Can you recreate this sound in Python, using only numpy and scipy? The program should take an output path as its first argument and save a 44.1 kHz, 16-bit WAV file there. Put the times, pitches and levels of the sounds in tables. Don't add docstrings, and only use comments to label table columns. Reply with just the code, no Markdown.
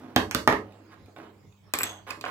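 import sys
import numpy as np
from scipy import signal
from scipy.fft import rfft, irfft
from scipy.io import wavfile
from scipy.ndimage import uniform_filter1d

SR = 44100
rng = np.random.default_rng(int(sys.argv[2]) if len(sys.argv) > 2 else 0)


def bounce(signal):
    frames = np.transpose(np.atleast_2d(signal))
    limited = np.clip(frames, -1, 1)
    pcm = np.round(limited * 32767).astype(np.int16)
    wavfile.write(sys.argv[1], SR, pcm)


def convert_level_to_amplitude(level_db):
    exponent = np.asarray(level_db, float) / 20
    return 10 ** exponent


N = 101430

# (left minus right dB, left lag ms)
BALL_AT, TOWER_AT, STICK_AT = (-2.6, .14), (-1.8, .12), (-.3, -.14)
HEAP_AT, HAND_AT = (-3.2, -.13), (-3., .08)


def evened(x):
    return x / np.sqrt(np.mean(x ** 2) + 1e-20)


def read(points, hz):
    f, value = np.transpose(points)
    return np.interp(np.log(hz + 1), np.log(f + 1), value)


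def add(mix, start_s, sound):
    part = mix[round(start_s * SR):][:len(sound)]
    part += sound[:len(part)]


def wander(top_hz):
    t = np.arange(N) / SR
    rates_hz = np.geomspace(.4, top_hz, num=20)
    return evened(sum(np.sin(2 * np.pi * (f * t + rng.random())) / np.sqrt(f) for f in rates_hz))


def placed(x, pan_db, lag_ms):
    side = np.array([[.5], [-.5]])
    turn = np.exp(-2j * np.pi * np.fft.rfftfreq(N, 1 / SR) * side * lag_ms / 1000)
    return irfft(rfft(x) * turn, N) * convert_level_to_amplitude(pan_db * side)


def hum():
    # pitch_hz, level_db (rms)
    lines = [(100, -60), (200, -67)]
    out = np.zeros(N)
    for pitch_hz, level_db in lines:
        level = np.sqrt(2) * convert_level_to_amplitude(level_db + 1.3 * wander(2.0))
        out += level * np.sin(2 * np.pi * np.cumsum(pitch_hz + 1.5 * wander(3)) / SR)
    return out


def air():
    # pitch_hz, level_db (per Hz)
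    spectrum = [(40, -16), (90, -0.5), (250, -11), (700, -15), (2000, -22.5), (7000, -31.5), (10000, -40.5),
                (15500, -34.5)]
    # pitch_hz, likeness (0-1)
    likeness = [(60, 0.9), (300, 0.45), (1000, 0.34), (4000, 0.14), (12000, 0.14)]
    frames, hz = N // 256 + 5, np.fft.rfftfreq(1024, 1 / SR)
    a, b, c, d, patches = rng.standard_normal((frames, 513, 5)).T
    patches = uniform_filter1d(patches, size=12, axis=0)
    patches = evened(uniform_filter1d(patches, size=14, axis=1))
    same = read(likeness, hz)[:, None]
    left, other = a + 1j * b, c + 1j * d
    z = np.array([left, same * left + np.sqrt(1 - same ** 2) * other])
    z = z * convert_level_to_amplitude(read(spectrum, hz)[:, None] + 4.5 * patches)
    wash = evened(signal.istft(z, nperseg=1024, noverlap=768)[1][:, :N])
    wash = wash * convert_level_to_amplitude(-46.5 - 13.5 + 0.4 * wander(6.7))
    return (wash + hum()) * convert_level_to_amplitude([[-1.1], [1.1]])


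def room(x):
    # pitch_hz, t60_s
    decay = [(60, 0.12), (110, 0.73), (300, 0.25), (1000, 0.23), (3000, 0.18), (8000, 0.26), (15000, 0.2)]
    # pitch_hz, level_db
    colour = [(55, -6), (105, 6), (300, 3), (700, 5), (2000, 3.5), (6000, -2), (14000, -7)]
    # pitch_hz, likeness (0-1)
    likeness = [(100, 1), (400, 0.83), (1500, 0.043), (6000, 0.12), (14000, 0.11)]
    level_db, gap_s, size = -6.5, 0.0039, SR // 2
    tap_s = np.arange(size) / SR
    taps = np.zeros((2, size))
    at = np.arange(0, size - 16, 16) + rng.integers(0, 16, (2, (size - 1) // 16))
    np.put_along_axis(taps, at, rng.choice([-1., 1.], at.shape), 1)
    hz, t, (a, b) = signal.stft(taps * (tap_s > gap_s), SR, nperseg=256)
    same = read(likeness, hz)[:, None]
    z = np.array([a, same * a + np.sqrt(1 - same ** 2) * b])
    z = z * convert_level_to_amplitude(-60 * t / read(decay, hz)[:, None])
    z = rfft(signal.istft(z, SR, nperseg=256)[1], SR)
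    flat = z / np.sqrt(uniform_filter1d(abs(z) ** 2, size=30, axis=1))
    tail = irfft(flat * convert_level_to_amplitude(read(colour, np.arange(size + 1))), SR)[:, :size]
    tail = tail * np.clip(tap_s / gap_s, 0, 1) ** 2
    return convert_level_to_amplitude(level_db) * signal.fftconvolve(x, tail / np.linalg.norm(tail[0]), axes=1)[:, :N]


def slides():
    # start_s, length_s, level_db, centre_hz, peak_share (of the length)
    strokes = [(0, 0.4, -49, 269, 0.042), (0, 0.39, -58.5, 656, 0.073), (0.584, 0.25, -58.5, 583, 0.33),
               (0.708, 0.5, -59, 326, 0.3), (0.83, 0.12, -54.5, 900, 0.86), (1.161, 0.15, -53, 720, 0.14),
               (1.176, 0.24, -51.5, 325, 0.036), (1.442, 0.022, -59, 339, 0.52),
               (1.833, 0.21, -48, 710, 0.087), (2.066, 0.061, -41.5, 1060, 0.4),
               (2.07, 0.092, -63, 6400, .3), (2.252, 0.057, -41, 980, 0.52), (1.06, 0.043, -58, 470, 0.67)]
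    slips_per_s, grit_db, hiss_db, broad_hz = 1200, -2.5, -15.5, 900
    out = np.zeros(N)
    slips = convert_level_to_amplitude(grit_db * np.minimum(rng.exponential(1, N), 4))
    slips = slips * (rng.random(N) < slips_per_s / SR) * rng.choice([-1, 1], N)
    for start_s, length_s, level_db, centre_hz, peak_share in strokes:
        u = np.arange(0, length_s, 1 / SR) / length_s
        x = slips[round(start_s * SR):][:len(u)]
        width_hz = centre_hz * min(1, centre_hz / broad_hz)
        r = np.exp(-np.pi * width_hz / SR)
        poles = [1, -2 * r * np.cos(2 * np.pi * centre_hz / SR), r * r]
        body = evened(signal.lfilter([1, -1], poles, x))
        body = evened(signal.lfilter([1], [1, -.8], body)) + convert_level_to_amplitude(hiss_db) * body
        bend = np.log(.5) / np.log(np.clip(peak_share, .05, .95))
        add(out, start_s, convert_level_to_amplitude(level_db) * body * np.sin(np.pi * u ** bend)[:len(x)])
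    return placed(out, *HAND_AT)


def rocking():
    # pitch_hz, level_db, t60_s
    modes = [(3520, 0, .012), (6420, -3, .02), (7700, -9, .014)]
    start_s, length_s, level_db, fade_db = 1.831, .24, -38, -26
    taps_per_s, gust_db, sag_share = 600, 3, .1
    u, out = np.arange(0, length_s, 1 / SR) / length_s, np.zeros(N)
    taps = rng.standard_normal(len(u)) * (rng.random(len(u)) < taps_per_s / SR)
    taps = taps * convert_level_to_amplitude(gust_db * wander(46)[:len(u)])
    chatter = 0
    for k, (pitch_hz, ring_db, t60_s) in enumerate(modes):
        sagging_hz = pitch_hz * (1 - sag_share * u * (k == 0))
        turn = np.exp(2j * np.pi * np.cumsum(sagging_hz) / SR)
        r = convert_level_to_amplitude(-60 / (t60_s * SR))
        ringing = (turn * signal.lfilter([1], [1, -r], taps / turn)).imag
        chatter = chatter + convert_level_to_amplitude(ring_db) * evened(ringing)
    swell = np.minimum(u * 20, 1) * np.sqrt(1 - u)
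    add(out, start_s, convert_level_to_amplitude(level_db + fade_db * u) * evened(chatter) * swell)
    return placed(out, *STICK_AT)


def puff(colour, t60_s):
    size, rise_s = 4096, 0.00014
    t = np.arange(size) / SR
    root = np.sqrt(convert_level_to_amplitude(-60 * t / t60_s) * (1 - np.exp(-t / rise_s)))
    gain = convert_level_to_amplitude(read(colour, np.fft.rfftfreq(size, 1 / SR)))
    x = rng.standard_normal(size)
    for _ in range(4):
        envelope = uniform_filter1d(abs(x), size=90)
        z = rfft(x * root / (envelope / np.sqrt(root ** 2 + 1e-9) + 1e-9 * abs(x).max()))
        x = irfft(gain * z / (abs(z) + 1e-12))
    x = x * (t < t60_s) * np.minimum(t * 8000, 1)
    return x / np.linalg.norm(x) * np.sqrt(t60_s * SR / 90)


def ring(modes, rise_s, t60_max_s=np.inf, detune=.012):
    t, spread_db = np.arange(SR // 5) / SR, 1.5
    out = np.zeros(len(t))
    chance = rng.standard_normal((len(modes), 3))
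    for (pitch_hz, level_db, t60_s), (a, b, c) in zip(modes, chance):
        level = convert_level_to_amplitude(level_db + spread_db * a - 60 * t / min(t60_s, t60_max_s))
        out += level * np.sin(2 * np.pi * pitch_hz * (1 + detune * b) * t + 3 * c)
    return out * (1 - np.exp(-t / rise_s)) / np.linalg.norm(convert_level_to_amplitude(np.array(modes)[:, 1]))


def knocks(rows, shell, steel, at):
    # pitch_hz, level_db, t60_s
    table = [(68.6, -6, 0.15), (102.1, -6, 0.2), (186.9, -5, 0.11), (257.1, -3, 0.13), (304, 1, 0.095),
             (335.8, -5, 0.1), (412, 1.5, 0.06), (446, -10, 0.25), (554.4, -8.5, 0.15), (606.3, -1.5, 0.11)]
    # pitch_hz, level_db
    tick_colour = [(500, -35.5), (1500, -7.5), (4000, 1), (6500, -4.5), (9500, -7.5), (12500, -3),
                   (16000, -15.5)]
    near, far = np.zeros((2, N))
    colour = [(60, -47.5), (250, -15)] + [row[:2] for row in shell]
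    colour = colour + [(2.6 * shell[-1][0], -34), (16000, -50)]
    for start_s, shell_db, table_db, tick_db, steel_db in rows:
        tick = convert_level_to_amplitude(tick_db + 25.0) * puff(tick_colour, 0.0065)
        clack = convert_level_to_amplitude(shell_db - 3) * puff(colour, 0.016)
        rings = convert_level_to_amplitude(shell_db) * ring(shell, 0.0002, t60_max_s=.024)
        rings = rings + convert_level_to_amplitude(steel_db) * ring(steel, 0.00015)
        thud = convert_level_to_amplitude(table_db + 6.5) * ring(table, 0.00055, detune=.003)
        for mix, clack_db, ring_db in (near, 0, 0), (far, 7.5, -6.5):
            add(mix, start_s, tick + convert_level_to_amplitude(clack_db) * clack)
            add(mix, start_s, thud + convert_level_to_amplitude(ring_db) * rings)
    return placed(np.array([[near], [far]]), *at)


def scene():
    # start_s, shell_db, table_db, tick_db, steel_db
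    ball_knocks = [
        (.1615, -21.5, -20.5, -28, -45.5),
        (.1628, -4.5, -31.5, -52, -29.5),
    ]
    snap_knocks = [
        (.3114, -18.5, -57, -41, -70.5),
    ]
    drop_knocks = [
        (.3478, -37, -27.5, -28.5, -53),
        (.3490, -13, -47.5, -55.5, -39.5),
        (.3600, -48.5, -42.5, -53, -63.5),
    ]
    tower_knocks = [
        (.4756, -1, -20, -30.5, -72),
        (.4895, -26.5, -36, -69, -47),
        (.4998, -19, -41, -48.5, -59.5),
                    (.5255, -11, -28, -48, -50),
    ]
    hand_knocks = [
        (.925, -50.5, -77, -86, -70),
        (1.163, -40, -56, -85, -50),
        (1.200, -41.5, -71, -86, -68),
        (1.232, -56, -62, -85, -66),
    ]
    hand_ticks = [
        (.723, -52, -80, -74, -66),
        (1.060, -54, -80, -72, -70),
        (1.165, -56, -80, -78, -62),
        (1.185, -56, -80, -78, -53),
        (1.524, -62, -85, -84, -60),
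    ]
    stick_knocks = [
        (1.7372, -10.5, -38, -30, -18.5),
        (1.7525, -49, -68, -60.5, -28),
        (1.7875, -22.5, -46.5, -38, -19),
        (1.8035, -29.5, -52, -49.5, -29),
        (1.8082, -18.5, -51.5, -58, -30.5),
        (1.8165, -47, -60, -69.5, -23),
        (1.8325, -22, -43, -34.5, -20),
        (1.8355, -38.5, -71, -52, -19),
        (1.8535, -45, -57, -56, -31),
    ]
    heap_knocks = [
        (2.067, -39.5, -64, -85, -70),
        (2.160, -59, -63, -90, -80),
        (2.175, -53, -49.5, -86, -72),
        (2.2403, -21.5, -44.5, -74, -60),
        (2.2623, -22.5, -54, -80.5, -60),
        (2.2665, -34, -63, -71, -53),
    ]
    nudge_knocks = [
        (2.1045, -27, -57, -71.5, -62),
        (2.1075, -23, -51.5, -46.5, -61),
        (2.2114, -31, -50, -48.5, -72),
        (2.252, -30, -70, -67, -59),
    ]
    # pitch_hz, level_db, t60_s
    ball = [(339, -5, .02), (600, -2, .02), (830, 0, .024), (1150, -2, .022), (1590, -4, .02),
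            (2200, -11, .02), (3250, -6, .016), (5200, -17, .01)]
    snapper = [(1050, 0, .011), (1740, -3, .012), (2410, -5, .011), (3420, -9, .011), (5040, -13, .02),
               (6370, -7, .01), (8930, -14, .006)]
    dropped = [(377, -4, .02), (700, -6, .02), (1170, -5, .022), (1550, 0, .017), (2470, -16, .02),
               (3480, -7, .013), (7250, -14, .012)]
    tower = [(645, 0, .02), (850, 2, .022), (1200, 2, .022), (1450, -6, .015), (1830, 1, .02),
             (2700, -11, .018), (3450, -17, .015), (5120, -23, .012)]
    stick = [(578, -4.5, 0.013), (1040, 0, 0.0077), (1573, -2.5, 0.039), (1913, -4, 0.041),
             (2460, -0.5, 0.031), (5310, -32, 0.011), (6560, -28, .015), (8550, -12.5, 0.01)]
    heap = [(728, -0.5, 0.027), (1109, 1.5, 0.035), (1570, 4.5, 0.035), (1783, -3.5, 0.066),
            (2270, -6.5, 0.029), (2940, -8.5, 0.017), (4800, -22, 0.026)]
    nudged = [(1090, -3, .015), (2500, -2.5, 0.025), (3600, -8, 0.008), (4820, -8.5, 0.015),
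              (6000, -17.5, .015), (7280, -8.5, 0.0073)]
    # pitch_hz, level_db, t60_s
    stick_steel = [(3480, -15, .02), (7210, -7, .016), (7650, -1, .028), (7800, 0, .03), (8000, -6, .016),
                   (11750, -4, .022), (11950, 0, .025), (12300, -5, .02), (12900, -10, .015)]
    loose = [(3400, -3, .03), (3700, 0, .03), (7300, -5, .02), (7600, -8, .02)]
    toys = knocks(ball_knocks, ball, loose, BALL_AT)
    toys = toys + knocks(snap_knocks, snapper, loose, BALL_AT)
    toys = toys + knocks(drop_knocks, dropped, loose, BALL_AT)
    toys = toys + knocks(tower_knocks, tower, loose, TOWER_AT)
    toys = toys + knocks(stick_knocks, stick, stick_steel, STICK_AT)
    toys = toys + knocks(heap_knocks, heap, loose, HEAP_AT)
    toys = toys + knocks(nudge_knocks, nudged, loose, HEAP_AT)
    toys = toys + knocks(hand_knocks, heap, loose, HAND_AT)
    toys = toys + knocks(hand_ticks, nudged, loose, HAND_AT)
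    near, far = toys + slides() + rocking()
    return near + room(far) + air()


def low_pass(x):
    return signal.sosfilt(signal.butter(12, 16820, fs=SR, output="sos"), x)


def record(dry):
    # pitch_hz, level_db
    port_tilt = [(300, 0.6), (3000, -4.5), (7000, -1), (13000, 8.5)]
    band_hz, ceiling = [56.1, 15900], .9
    tilt = convert_level_to_amplitude(np.array([[.5], [-.5]]) * read(port_tilt, np.fft.rfftfreq(N, 1 / SR)))
    band = signal.butter(3, band_hz, "band", fs=SR, output="sos")
    x = signal.sosfilt(band, irfft(rfft(dry) * tilt, N))
    return low_pass(ceiling * np.tanh(x / ceiling))


dry = scene()
out = record(dry)
bounce(out)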